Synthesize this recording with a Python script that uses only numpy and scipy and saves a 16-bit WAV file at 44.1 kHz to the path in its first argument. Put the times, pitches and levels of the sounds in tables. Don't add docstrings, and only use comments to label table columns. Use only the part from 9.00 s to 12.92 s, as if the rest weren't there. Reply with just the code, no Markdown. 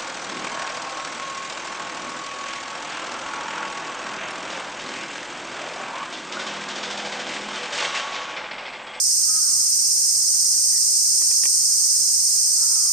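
import sys
import numpy as np
from scipy import signal
from scipy.fft import rfft, irfft
from scipy.io import wavfile

SR = 44100
rng = np.random.default_rng(int(sys.argv[2]) if len(sys.argv) > 2 else 0)


def dump_mix(stems):
    frames = np.atleast_2d(stems).T
    limited = np.clip(frames, -1, 1)
    pcm = np.round(limited * 32767).astype(np.int16)
    wavfile.write(sys.argv[1], SR, pcm)


N = 172872
T = np.arange(N) / SR


def from_db(db):
    return 10 ** (np.asarray(db) / 20)


def rms_one(x):
    return x / np.sqrt(np.mean(x ** 2) + 1e-20)


def in_time(rows):
    s, *columns = np.transpose(rows)
    return [np.interp(T, s, column) for column in columns]


def at_hz(points, hz):
    point_hz, point_db = np.array(points).T
    return np.interp(np.log(hz + 1), np.log(point_hz), point_db)


def pan(x, db):
    return x * from_db([[db / 2], [-db / 2]])


def drift(rate_hz):
    step = 40
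    pole = np.exp(-2 * np.pi * rate_hz * step / SR)
    noise = rng.standard_normal(N // step + 2002)
    slow = signal.lfilter([1], [1, -2 * pole, pole * pole], noise)[2000:]
    return np.interp(np.arange(N) / step, np.arange(len(slow)), rms_one(slow))


def resonance(x, hz, width_hz):
    radius = np.exp(-np.pi * width_hz / SR)
    poles = [1, -2 * radius * np.cos(2 * np.pi * hz / SR), radius * radius]
    return signal.lfilter([1, 0, -1], poles, x + 1e-18)


LEAVES_T60_S = .12


def scatter(x, level_db):
    age = T[:SR // 5]
    leaves = rng.standard_normal((2, len(age))) * from_db(-60 * age / LEAVES_T60_S)
    leaves = leaves / np.sqrt(np.sum(leaves ** 2, axis=1, keepdims=True))
    echoes = signal.fftconvolve(np.tile(x, 2), leaves, axes=1)[:, N:2 * N]
    return (x + from_db(level_db) * echoes) / np.sqrt(1 + from_db(2 * level_db))


# f/Hz, left-right difference/dB
NOISE_BALANCE = [(700, 0.5), (1300, -1.5), (2300, -5), (3300, -0.5), (4500, -6.5), (5700, -5.5), (7300, -2),
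                 (9200, 0.5), (11700, 4), (14900, -0.5)]
FLICKER_RATE_HZ = 58


def wide_noise(mid_spectrum, side_spectrum, side_db, flicker_db):
    hz = np.fft.rfftfreq(N, 1 / SR)
    parts = []
    for spectrum in (mid_spectrum, side_spectrum):
        part = rfft(rng.standard_normal(N)) * from_db(at_hz(spectrum, hz))
        parts.append(part / np.sqrt(np.mean(irfft(part, N) ** 2)))
    mid, side = parts
    side = side * from_db(side_db)
    balance = from_db(np.outer([.5, -.5], at_hz(NOISE_BALANCE, hz)))
    ears = np.array([mid + side, mid - side]) * balance
    if not flicker_db:
        return irfft(ears, N)
    patch = np.clip(np.round(3 * np.log2((hz + 1) / 3500)), 0, 7)
    out = np.zeros((2, N))
    for k in range(8):
        flicker = [flicker_db * drift(FLICKER_RATE_HZ) for _ in range(2)]
        out += irfft(ears * (patch == k), N) * from_db(flicker)
    return out


# t/s, clicks ahead (count), throbs ahead (count)
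BEAT_LEAD = [(0.0, 0.24, -0.46), (0.28, 0.15, -0.54), (0.56, 0.05, -0.59), (0.84, -0.02, -0.65),
             (1.12, -0.03, -0.66), (1.4, -0.02, -0.67), (1.68, -0.02, -0.68), (1.96, 0.01, -0.64),
             (2.24, 0.06, -0.58), (2.52, 0.12, -0.55), (2.8, 0.21, -0.51), (3.08, 0.24, -0.41),
             (3.36, 0.31, -0.43), (3.64, 0.56, -0.42), (3.92, 0.66, -0.5)]
# f/Hz, greatest level/dB, ring T60/s,
# loudest moment in the throb (0-1), swell depth/dB, left-right difference/dB
BODY_MODES = [(4880, -33, .02, .55, 8, 0), (5262, -20.5, .024, .38, 40, -1), (5610, -24, .02, .52, 40, 5),
              (5960, -29, .02, .72, 10, -6), (14400, -26, .0045, .97, 24, -3)]
CLICKS_PER_S, THROBS_PER_S = 363.5, 16.5
CLICK_JITTER_S, CLICK_UNEVEN_DB, CLICK_RISE_S = .000012, 1.0, .00025
PITCH_SCATTER = .003
SWEEP_LOW_HZ, SWEEP_HIGH_HZ = 10900, 13000
SWEEP_LOWEST_AT, SWEEP_DWELL = .37, 1.4
SWEEP_DB, SWEEP_T60_S, SWEEP_PAN_DB = -26.5, .007, -4
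CICADA_LOW_CUT_HZ, CICADA_LEAVES_DB = 4200, -9


def near_cicada():
    s, clicks_ahead, throbs_ahead = np.transpose(BEAT_LEAD)
    count = np.arange(-6, int(CLICKS_PER_S * T[-1]) + 2)
    lead = np.interp(count / CLICKS_PER_S, s, clicks_ahead)
    jitter = CLICK_JITTER_S * rng.standard_normal(len(count))
    click_s = np.sort((count - lead) / CLICKS_PER_S + jitter)
    throb = THROBS_PER_S * click_s + np.interp(click_s, s, throbs_ahead)

    modes = []
    for hz, db, t60, loudest_at, swell_db, pan_db in BODY_MODES:
        swell = swell_db * np.sin(np.pi * (throb - loudest_at)) ** 2
        modes.append((hz, db - swell, t60, pan_db))
    glide = np.clip(SWEEP_DWELL * np.sin(np.pi * (throb - SWEEP_LOWEST_AT)) ** 2, 0, 1)
    sweep_hz = SWEEP_LOW_HZ + (SWEEP_HIGH_HZ - SWEEP_LOW_HZ) * glide
    modes.append((sweep_hz, SWEEP_DB, SWEEP_T60_S, SWEEP_PAN_DB))

    last_click = np.clip(np.searchsorted(click_s, T) - 1, 5, len(click_s) - 1)
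    out = np.zeros((2, N))
    for hz, db, t60, pan_db in modes:
        hz = hz * (1 + PITCH_SCATTER * rng.standard_normal(len(click_s)))
        db = db + CLICK_UNEVEN_DB * rng.standard_normal(len(click_s))
        for k in last_click - np.arange(6)[:, None]:
            age = np.maximum(T - click_s[k], 0)
            decay = from_db(db[k] - 60 * age / t60)
            rise = 1 - np.exp(-age / CLICK_RISE_S)
            ring = np.sin(2 * np.pi * hz[k] * age)
            out += pan((-1.) ** k * decay * rise * ring, pan_db)
    low_cut = signal.butter(8, CICADA_LOW_CUT_HZ, "high", fs=SR, output="sos")
    return scatter(signal.sosfilt(low_cut, out), CICADA_LEAVES_DB)


# t/s, level/dB
CROWD_LEVEL = [(0.02, -21.5), (0.06, -21.5), (2.62, -20.5), (3.9, -21)]
# f/Hz, relative level per Hz/dB
CROWD_MID = [(1760, -64), (3000, -56), (3760, -31.5), (4140, -18), (4580, -13.5), (4700, -8.5), (5180, -3),
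             (5700, -3.5), (6490, -0.5), (7090, -4), (7540, -10), (8190, 2.5), (8640, 2), (9190, -4.5),
             (9840, -13.5), (10400, -12.5), (11500, -21.5), (14500, -28), (15300, -21.5)]
CROWD_SIDE = [(1760, -64), (3000, -43), (3300, -40), (3760, -29), (4840, -11.5), (5740, -3), (6670, -0.5),
              (7590, -7), (8130, -8), (8590, 1.5), (9130, -5), (9710, -15), (10400, -15), (11500, -15.5),
              (14400, -22), (15300, -28)]
# f/Hz, resonance width/Hz, mean level/dB, clicks per s/Hz, left-right difference/dB
SOLO_SINGERS = [(4824, 22, -39.5, 450, -6), (4990, 17.7, -38.5, 490, 5), (5880, 32, -41.5, 620, -18),
                (6410, 270, -42.5, 130, -8), (8555, 200, -32.5, 484, -2.5), (8254, 96, -39, 280, -8),
                (9000, 230, -37.5, 450, 11)]
SINGER_GATE_DB, CHORUS_LEAVES_DB = 3, -10


def chorus():
    level_db, = in_time(CROWD_LEVEL)
    out = from_db(level_db) * wide_noise(CROWD_MID, CROWD_SIDE, side_db=0, flicker_db=.33)
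    for hz, width_hz, db, rate_hz, pan_db in SOLO_SINGERS:
        tone = resonance(rng.standard_normal((2, N)), hz, width_hz)
        tone = resonance(tone, hz, 2 * width_hz)
        clicks = np.cumsum(rate_hz * (1 + 0.0029 * drift(2.8))) / SR
        gate_db = SINGER_GATE_DB * np.cos(2 * np.pi * clicks)
        level = from_db(db + 0.98 * drift(1.7))
        out = out + pan(level * rms_one(tone * from_db(gate_db)), pan_db)
    return scatter(out, CHORUS_LEAVES_DB)


# f/Hz, relative level per Hz/dB
MURMUR_MID = [(15, -31), (25, -10.5), (50, -7.5), (65, -1), (110, 0.5), (200, -3), (400, -6.5), (800, -7),
              (1500, -9), (2200, -7.5), (3000, -9.5), (3500, -10), (4500, -24)]
MURMUR_SIDE = [(180, -92), (300, -62), (526, -57), (634, -14), (741, -20), (1060, -6), (2690, -2),
               (3280, -1), (3600, -2), (4680, -30), (7920, -120)]
MURMUR_MID_DB, MURMUR_SIDE_DB = -51, -56


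def air():
    side_db = MURMUR_SIDE_DB - MURMUR_MID_DB
    return from_db(MURMUR_MID_DB) * wide_noise(MURMUR_MID, MURMUR_SIDE, side_db, flicker_db=1)


# t/s, pitch f/Hz, relative level/dB, throat resonance f/Hz
CAW_CONTOURS = [
    [(.25, 155, -62, 1200), (.29, 181, -49, 1270), (.37, 182, -47, 1300), (.46, 170.5, -46.5, 1220),
     (.55, 159, -53, 1144), (.61, 148, -54, 1310), (.67, 136.7, -62, 1260)],
    [(1.1, 150, -70, 1080), (1.16, 156.4, -60, 1080), (1.25, 154, -72, 1080)],
    [(2.63, 172, -74, 1380), (2.71, 171, -59, 1380), (2.78, 166, -69, 1330), (2.84, 154.6, -62, 1240),
     (2.89, 147, -74, 1200)],
    [(3.57, 183, -57, 1320), (3.61, 187, -54.5, 1330), (3.7, 194.5, -52, 1350), (3.76, 185.7, -50.5, 1350),
     (3.83, 173.4, -48.5, 1260), (3.88, 166, -53, 1170), (3.93, 150, -56, 1180)],
]
# t/s, f/Hz, relative level/dB
UNDERTONE = [(3.58, 955.9, -54), (3.596, 940, -58), (3.62, 945.8, -49.5), (3.73, 980, -51),
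             (3.8, 895.7, -59)]
THROAT_WIDTH_HZ, CAW_UNEVEN_DB, CROW_LEAVES_DB = 384, 2.5, -7
CAW_ROUGH = .0041


def crow():
    out = np.zeros(N)
    for caw in CAW_CONTOURS:
        pitch_hz, db, throat_hz = in_time(caw)
        turns = np.cumsum(pitch_hz * (1 + CAW_ROUGH * drift(44.0))) / SR
        on = (T > caw[0][0]) & (T < caw[-1][0])
        for k in range(7, 10):
            detuning = 2 * (k * pitch_hz - throat_hz) / THROAT_WIDTH_HZ
            throat_gain = 1 / (1 + detuning ** 2)
            level = from_db(db + 1.5 + CAW_UNEVEN_DB * drift(13.0))
            out += on * throat_gain * level * np.sin(2 * np.pi * (k * turns + rng.random()))
    hz, db = in_time(UNDERTONE)
    on = (T > UNDERTONE[0][0]) & (T < UNDERTONE[-1][0])
    out += on * from_db(db + 2) * np.sin(2 * np.pi * np.cumsum(hz) / SR)
    return scatter(pan(out, -1.6), CROW_LEAVES_DB)


# t/s, initial level/dB
RATTLE = [(1.728, -45), (1.7446, -43), (1.7594, -44), (1.7794, -46)]
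TICK_HZ, TICK_T60_S, TICK_PAN_DB = 1910, .04, -11


def ticks():
    out = np.zeros(N)
    for s, db in RATTLE:
        age = np.maximum(T - s, 0)
        out += from_db(db - 60 * age / TICK_T60_S) * np.sin(2 * np.pi * TICK_HZ * age)
    return pan(out, TICK_PAN_DB)


# t/s, peak level before panning/dB, left-right difference/dB, bass gain/dB, treble gain/dB
SPLASH_EVENTS = [(2.217, -27, -3, 4, -5), (2.311, -30.5, -12, 5, 4), (2.434, -23.5, -10, -1, 0),
                 (2.453, -23, -15.5, 2, 4.5)]
# f/Hz, relative level/dB, nominal ring time/s (inverse to the bandwidth)
WATER_RINGS = [(333, -4, 0.067), (520, -6, 0.028), (780, -4, 0.01), (1080, -1, 0.011), (1890, 5, 0.016),
               (2360, 4, .02), (3050, -8.5, 0.015)]
SPRAY_PEAK_S, SPRAY_WIDE_DB = .002, 5


def splashes():
    out = np.zeros((2, N))
    age = np.maximum(T[:SR // 8], 1e-9)
    envelope = age / (2 * SPRAY_PEAK_S) * np.exp(-age / SPRAY_PEAK_S)
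    for s, db, pan_db, bass_db, treble_db in SPLASH_EVENTS:
        spray = rng.standard_normal((2, len(age))) * envelope
        spray = spray[0] + from_db(SPRAY_WIDE_DB) * spray
        rings = np.zeros_like(spray)
        for hz, level_db, ring_s in WATER_RINGS:
            ring_db = level_db + bass_db * (hz < 1500) + treble_db * (hz > 2100)
            rings += from_db(ring_db) * rms_one(resonance(spray, hz, 2.8 / ring_s))
        i = int(s * SR)
        out[:, i:i + len(age)] += pan(from_db(db) * rings / np.abs(rings).max(), pan_db)
    return out


def scene():
    return near_cicada() + chorus() + air() + crow() + ticks() + splashes()


# f/Hz, nominal width/Hz (each of two passes has half of it)
TREBLE_NOTCHES = [(7675, 530), (9615, 630)]
MONO_BELOW_HZ, PASSBAND_EDGE_HZ = 680, 15200


def record(dry):
    mid, side = (dry[0] + dry[1]) / 2, (dry[0] - dry[1]) / 2
    hz = np.fft.rfftfreq(N, 1 / SR) + 1
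    side = irfft(rfft(side) / (1 + (MONO_BELOW_HZ / hz) ** 4), N)
    out = np.array([mid + side, mid - side])
    for notch_hz, width_hz in TREBLE_NOTCHES:
        for _ in range(2):
            b, a = signal.iirnotch(notch_hz, notch_hz / width_hz * 2, fs=SR)
            out = signal.lfilter(b, a, out)
    top_cut = signal.ellip(12, .5, 75, PASSBAND_EDGE_HZ, fs=SR, output="sos")
    return signal.sosfilt(top_cut, out)


dry = scene()
out = record(dry)
dump_mix(out)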